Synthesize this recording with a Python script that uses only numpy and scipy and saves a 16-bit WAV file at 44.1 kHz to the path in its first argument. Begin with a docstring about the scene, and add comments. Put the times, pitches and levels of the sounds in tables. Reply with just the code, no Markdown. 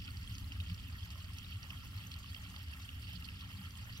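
"""Water runs steadily onto soil and leaves in a garden, a little way off to one side.
Fine spray hisses, drops spatter and splat as short bursts of resonant noise, and bubbles gurgle in the
puddle below, each a dying sine that rises in pitch. The spot where the water lands rings hollow.
Under it lie a low rumble and soft puffs of air on the microphone, and a faint wavering hum."""
import sys
import numpy as np
from scipy import signal
from scipy.fft import rfft, irfft
from scipy.io import wavfile
from scipy.ndimage import uniform_filter1d

SR = 44100
rng = np.random.default_rng(int(sys.argv[2]) if len(sys.argv) > 2 else 0)


def put_to_file(sound):
    """Save the sound as 16-bit audio at rate SR, in the file named by the first command-line argument."""
    columns = np.atleast_2d(sound).T  # one column per channel
    safe = np.clip(columns, -1, 1)
    whole_steps = np.round(safe * 32767)
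    wavfile.write(sys.argv[1], SR, whole_steps.astype(np.int16))


N = 176400
BIN_HZ = np.arange(N // 2 + 1) * SR / N


def stream():
    """The patch of falling water: four swarms of bubbles, small splashes and a steady hiss."""
    gurgle = swarm(per_s=258, low_hz=518, high_hz=2192, cycles=21.5, spread_db=0.6, level_db=-59)
    spatter = swarm(per_s=645, low_hz=1960, high_hz=5533, cycles=24.5, spread_db=-0.5, level_db=-57)
    spray = swarm(per_s=899, low_hz=5868, high_hz=14207, cycles=15, spread_db=2, level_db=-55)
    plinks = swarm(per_s=110, low_hz=2900, high_hz=8800, cycles=100, spread_db=1.8, level_db=-60)
    drops = splashes(per_s=84, low_hz=3608, high_hz=16296, spread_db=3, level_db=-52)
    hiss = from_db(-52) * rng.standard_normal((2, N))
    return gurgle + spatter + spray + plinks + drops + hiss


def swarm(per_s, low_hz, high_hz, cycles, spread_db, level_db):
    """Bubbles of many sizes, thicker and louder when the unevenly breaking stream sputters."""
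    sputter = from_db(2.5 * drift(rate_hz=8.2))
    rings = [bubble(hz, cycles) * np.sqrt(hz) for hz in np.linspace(low_hz, high_hz, 200)]
    bubbles = shower(rings, per_s * sputter, spread_db)
    return from_db(level_db) * unit_rms(bubbles * np.sqrt(sputter))


def bubble(hz, cycles, pitch_rise=0.15):
    """A bubble rings: a sine that builds over two cycles, then dies away while rising in pitch."""
    age = np.arange(int(cycles / hz * SR) + 2) * hz / cycles / SR  # 0 to 1 over the ring
    envelope = (1 - np.exp(-age * cycles / 2)) * np.exp(-np.log(1000) * age)
    return np.sin(2 * np.pi * cycles * (age + pitch_rise * age ** 2 / 2)) * envelope


def splashes(per_s, low_hz, high_hz, spread_db, level_db):
    """Small drops burst on leaves and soil, each with its own colour."""
    bursts = [splash(hz, decay_s=0.012, q=5.8) for hz in np.linspace(low_hz, high_hz, 60)]
    return from_db(level_db) * unit_rms(shower(bursts, per_s, spread_db))


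def splash(hz, decay_s, q, attack_s=0.001, spray_db=-15.5):
    """A drop bursts: milliseconds of noise through a broad resonance, with some raw noise as spray."""
    t = np.arange(SR // 40) / SR
    envelope = np.minimum(t / attack_s, 1) * np.exp(-np.maximum(t - attack_s, 0) / decay_s)
    burst = rng.standard_normal(len(t)) * envelope
    body = signal.lfilter(*signal.iirpeak(hz, q, fs=SR), burst)
    return unit_rms(body) * np.sqrt(np.mean(envelope ** 2)) + from_db(spray_db) * burst


def shower(sounds, per_s, spread_db, pan_spread_db=4, lag_spread_s=0.00002):
    """Drops fall at random times and scattered places, each with its own size, pan and delay."""
    out = np.zeros((2, N))
    onsets = np.flatnonzero(rng.random(N) < per_s / SR)
    size_draw, sign_draw, sound_draw = rng.random((N, 3))[onsets].T
    pans_db, lags = (rng.standard_normal((N, 2))[onsets] * [pan_spread_db, lag_spread_s]).T
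    sizes = np.minimum(-np.log(1 - size_draw), 3.5)  # exponential spread, capped
    gains = from_db(spread_db * sizes) * np.sign(sign_draw - .5)
    picks = (sound_draw * len(sounds)).astype(int)
    for s, gain, pan, lag, pick in zip((onsets + .5) / SR, gains, from_db(pans_db / 2), lags, picks):
        add(out[0], s, gain * pan * sounds[pick])
        add(out[1], s + lag, gain / pan * sounds[pick])
    return out


def splats():
    """The largest drops land one by one, each a tight smack."""
    # big drops: (time [s], level [dB], centre [Hz])
    landings = [(0.077, -41, 2700), (0.17, -38.5, 4340), (0.351, -38, 5160), (0.382, -33, 6700),
                (.5195, -39, 2680), (0.601, -39, 3130), (0.6981, -40.5, 2860), (0.744, -39.5, 5100),
                (1.1036, -38.5, 4500), (1.243, -42.5, 4620), (1.384, -33, 5700), (1.6292, -36.5, 5200),
                (1.7037, -38, 2920), (2.116, -35.5, 4670), (2.1395, -36.5, 4360), (2.345, -40, 4480),
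                (2.3464, -40.5, 2660), (2.5618, -38, 4100), (2.7357, -42.5, 2980), (2.89, -41.5, 2720),
                (3.131, -37, 9000), (3.223, -44, 2820), (3.254, -38, 8060), (3.2872, -40.5, 2830),
                (3.7062, -40.5, 5040)]
    out = np.zeros(N)
    for s, db, hz in landings:
        add(out, s, from_db(db) * splash(hz, decay_s=0.0023, q=3.2))
    return out


def glugs(boost_db=6, ring_s=0.025):
    """Single bubbles stand out of the puddle, from low glugs to high plinks."""
    # loud bubbles: (time [s], level before the boost [dB], starting pitch [Hz])
    bubbles = [(0.082, -41.5, 1380), (1.301, -43.5, 1070), (1.837, -45, 1025), (2.242, -43, 1106),
               (2.542, -43, 1110), (3.423, -44.5, 1110), (3.668, -47, 1264), (0.104, -45, 4370),
               (.1065, -39, 8100), (.275, -47, 3250), (.3425, -39.5, 6060), (0.4424, -45, 4030),
               (.606, -40, 3660), (1.4454, -42.5, 3730), (1.956, -47.5, 4000), (2.0695, -38, 6250),
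               (2.802, -48, 3650), (3.661, -48, 4230), (3.9758, -37.5, 5980)]
    out = np.zeros(N)
    for s, db, hz in bubbles:
        add(out, s, from_db(db + boost_db) * bubble(hz, cycles=ring_s * hz))
    return out


def hollow():
    """The stream keeps two hollow resonances ringing where it lands."""
    # resonances: (centre [Hz], width [Hz], level [dB])
    modes = [(1150, 39, -69), (1356, 49, -65)]
    # swell of the ring: (time [s], gain [dB])
    swell = [(0, -2.5), (1.2, -2.5), (1.7, 2.5), (2.3, -2.5), (4, -1)]
    rings = np.zeros(N)
    for hz, width, db in modes:
        ring = signal.lfilter(*signal.iirpeak(hz, hz / width, fs=SR), rng.standard_normal(N))
        rings += from_db(db) * unit_rms(ring)
    return from_db(over_time(swell)) * rings


def reflected(water, delay_s=0.004778, echo_db=-14):
    """The water plus one reflection from a surface close by."""
    echo = np.pad(water, ((0, 0), (round(delay_s * SR), 0)))[:, :N]
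    return water + from_db(echo_db) * echo


def off_to_one_side(water):
    """The water reaches each microphone with its own colour and delay."""
    # direction of the water: (frequency [Hz], phase lead of the left side [rad])
    left_lead = [(600, 0), (1150, -.45), (1350, .3), (1550, 3.1), (2050, 3.3), (2500, 1.9), (3150, 2.3),
                 (3600, 3.3), (4100, 6.3), (5100, 6.4), (5600, 5.2), (6500, 9.3), (10000, 8.8),
                 (10700, 6.3), (15000, 5.5)]
    # colour at the two microphones: (frequency [Hz], left gain [dB], right gain [dB])
    mic_eq = [(337, -5.5, -3.5), (606, -13.5, -15.5), (850, -13.5, -8), (1200, -5.5, -8.5),
              (1484, -7.5, -5), (1600, -1.5, -9), (1830, -3.5, 2), (2440, -2, -8.5), (2660, 0.5, 4.5),
              (3250, -4.5, 5), (3665, -3.5, -8.5), (3980, -11.5, -8), (4670, -13.5, -1.5),
              (5040, -13.5, -6.5), (5690, -8.5, -9.5), (5720, -14, -17), (7780, -16.5, -13),
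              (8260, -13, -22.5), (9400, -16.5, -12.5), (10600, -18, -21.5), (11240, -19, -13.5),
              (13000, -12.5, -15.5), (16800, -33, -12.5)]
    direction = np.exp(.5j * over_hz(left_lead) * [[1], [-1]])
    colour = from_db([over_hz(mic_eq, column=1), over_hz(mic_eq, column=2)])
    return irfft(rfft(water) * direction * colour, N)


def rumble(trim_db=-0.22, side_db=-18, side_db_per_octave=4, levelling_s=0.17):
    """Air buffets the microphone: low noise, nearly alike on both sides, wider above 100 Hz."""
    # tone of the air: (frequency [Hz], relative level [dB])
    spectrum = [(20, -35), (36, -7.5), (48, -9.5), (66, 0.5), (85, 0.5), (110, -1), (140, -12), (185, -12),
                (225, -17.5), (270, -19), (315, -32), (450, -42), (700, -51)]
    # rise and fall of the air: (time [s], level before the trim [dB])
    swell = [(0, -48), (.35, -45), (1.15, -46.5), (1.45, -49), (2.88, -50), (3.1, -47), (3.4, -49),
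             (4, -48)]
    mid_bins, side_bins = rfft(rng.standard_normal((2, N))) * from_db(over_hz(spectrum))
    octaves = np.log2(np.clip(BIN_HZ, 100, 400) / 100)
    side_bins *= from_db(side_db + side_db_per_octave * octaves)
    mid, side = irfft([mid_bins, side_bins], N)
    running_rms = np.sqrt(uniform_filter1d(mid ** 2, int(levelling_s * SR)) + 1e-18)
    return from_db(over_time(swell) + trim_db) * (mid + side * [[1], [-1]]) / running_rms


def puffs(half_width_s=0.023):
    """Stronger puffs of air: soft low thuds that swell and fade within a few cycles."""
    # thuds: (time of peak [s], peak level [dB], pitch [Hz])
    thuds = [(0.61, -34.5, 87.5), (0.726, -35.5, 92), (1.252, -38, 90), (1.569, -37.5, 97.5),
             (1.971, -37, 96), (2.161, -37, 86), (2.691, -41, 71), (0.718, -42.5, 173), (3.002, -40.5, 71),
             (3.15, -46.5, 172), (3.599, -48, 192.4)]
    t = np.arange(N) / SR
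    out = np.zeros(N)
    for s, db, hz in thuds:
        envelope = np.exp(-((t - s) / half_width_s) ** 2)
        out += from_db(db) * envelope * np.sin(2 * np.pi * (hz * (t - s) + rng.random()))
    return out


def hum(hz=88.06, pitch_waver=0.0397, flutter_db=4.5):
    """A faint low hum wavers in pitch while each harmonic flutters in level."""
    # partials of the hum: (harmonic number, level [dB])
    harmonics = [(1, -58), (2, -68.5), (3, -74)]
    pitch = hz * (1 + pitch_waver * drift(rate_hz=7.6))
    phase = 2 * np.pi * np.cumsum(pitch) / SR
    out = np.zeros(N)
    for number, db in harmonics:
        flutter = from_db(flutter_db * drift(rate_hz=9.9))
        out += from_db(db) * unit_rms(np.sin(number * phase) * flutter)
    return out


def from_db(db):
    """Decibels to gain."""
    return 10 ** (np.asarray(db) / 20)


def unit_rms(x):
    """Scale to rms 1."""
    return x / np.sqrt(np.mean(x ** 2) + 1e-20)


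def over_time(rows):
    """A (time [s], value) curve at every sample."""
    return np.interp(np.arange(N) / SR, *np.transpose(rows))


def over_hz(rows, column=1):
    """One column of a table at every FFT bin, interpolated along log frequency."""
    rows = np.array(rows)
    return np.interp(np.log(BIN_HZ + 1), np.log(rows[:, 0]), rows[:, column])


def drift(rate_hz, hop=40, warm_up=2000):
    """A slow random wander with rms 1: noise smoothed above rate_hz."""
    pole = np.exp(-2 * np.pi * rate_hz * hop / SR)
    noise = rng.standard_normal(N // hop + warm_up + 2)
    slow = signal.lfilter([1], [1, -2 * pole, pole * pole], noise)[warm_up:]
    return np.interp(np.arange(N) / hop, np.arange(len(slow)), unit_rms(slow))


def add(out, s, sound):
    """Mix a short sound in at s seconds."""
    start = min(max(int(s * SR), 0), N - 1)
    out[start:start + len(sound)] += sound[:N - start]


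def scene():
    """Water in the garden over a bed of low air and hum."""
    water = reflected(stream() + splats() + glugs()) + hollow()
    return off_to_one_side(water) + rumble() + puffs() + hum()


def record(dry, cutoff_hz=15820):
    """A brick-wall low-pass takes off the very top."""
    return irfft(rfft(dry) * (BIN_HZ < cutoff_hz), N)


dry = scene()
out = record(dry)
put_to_file(out)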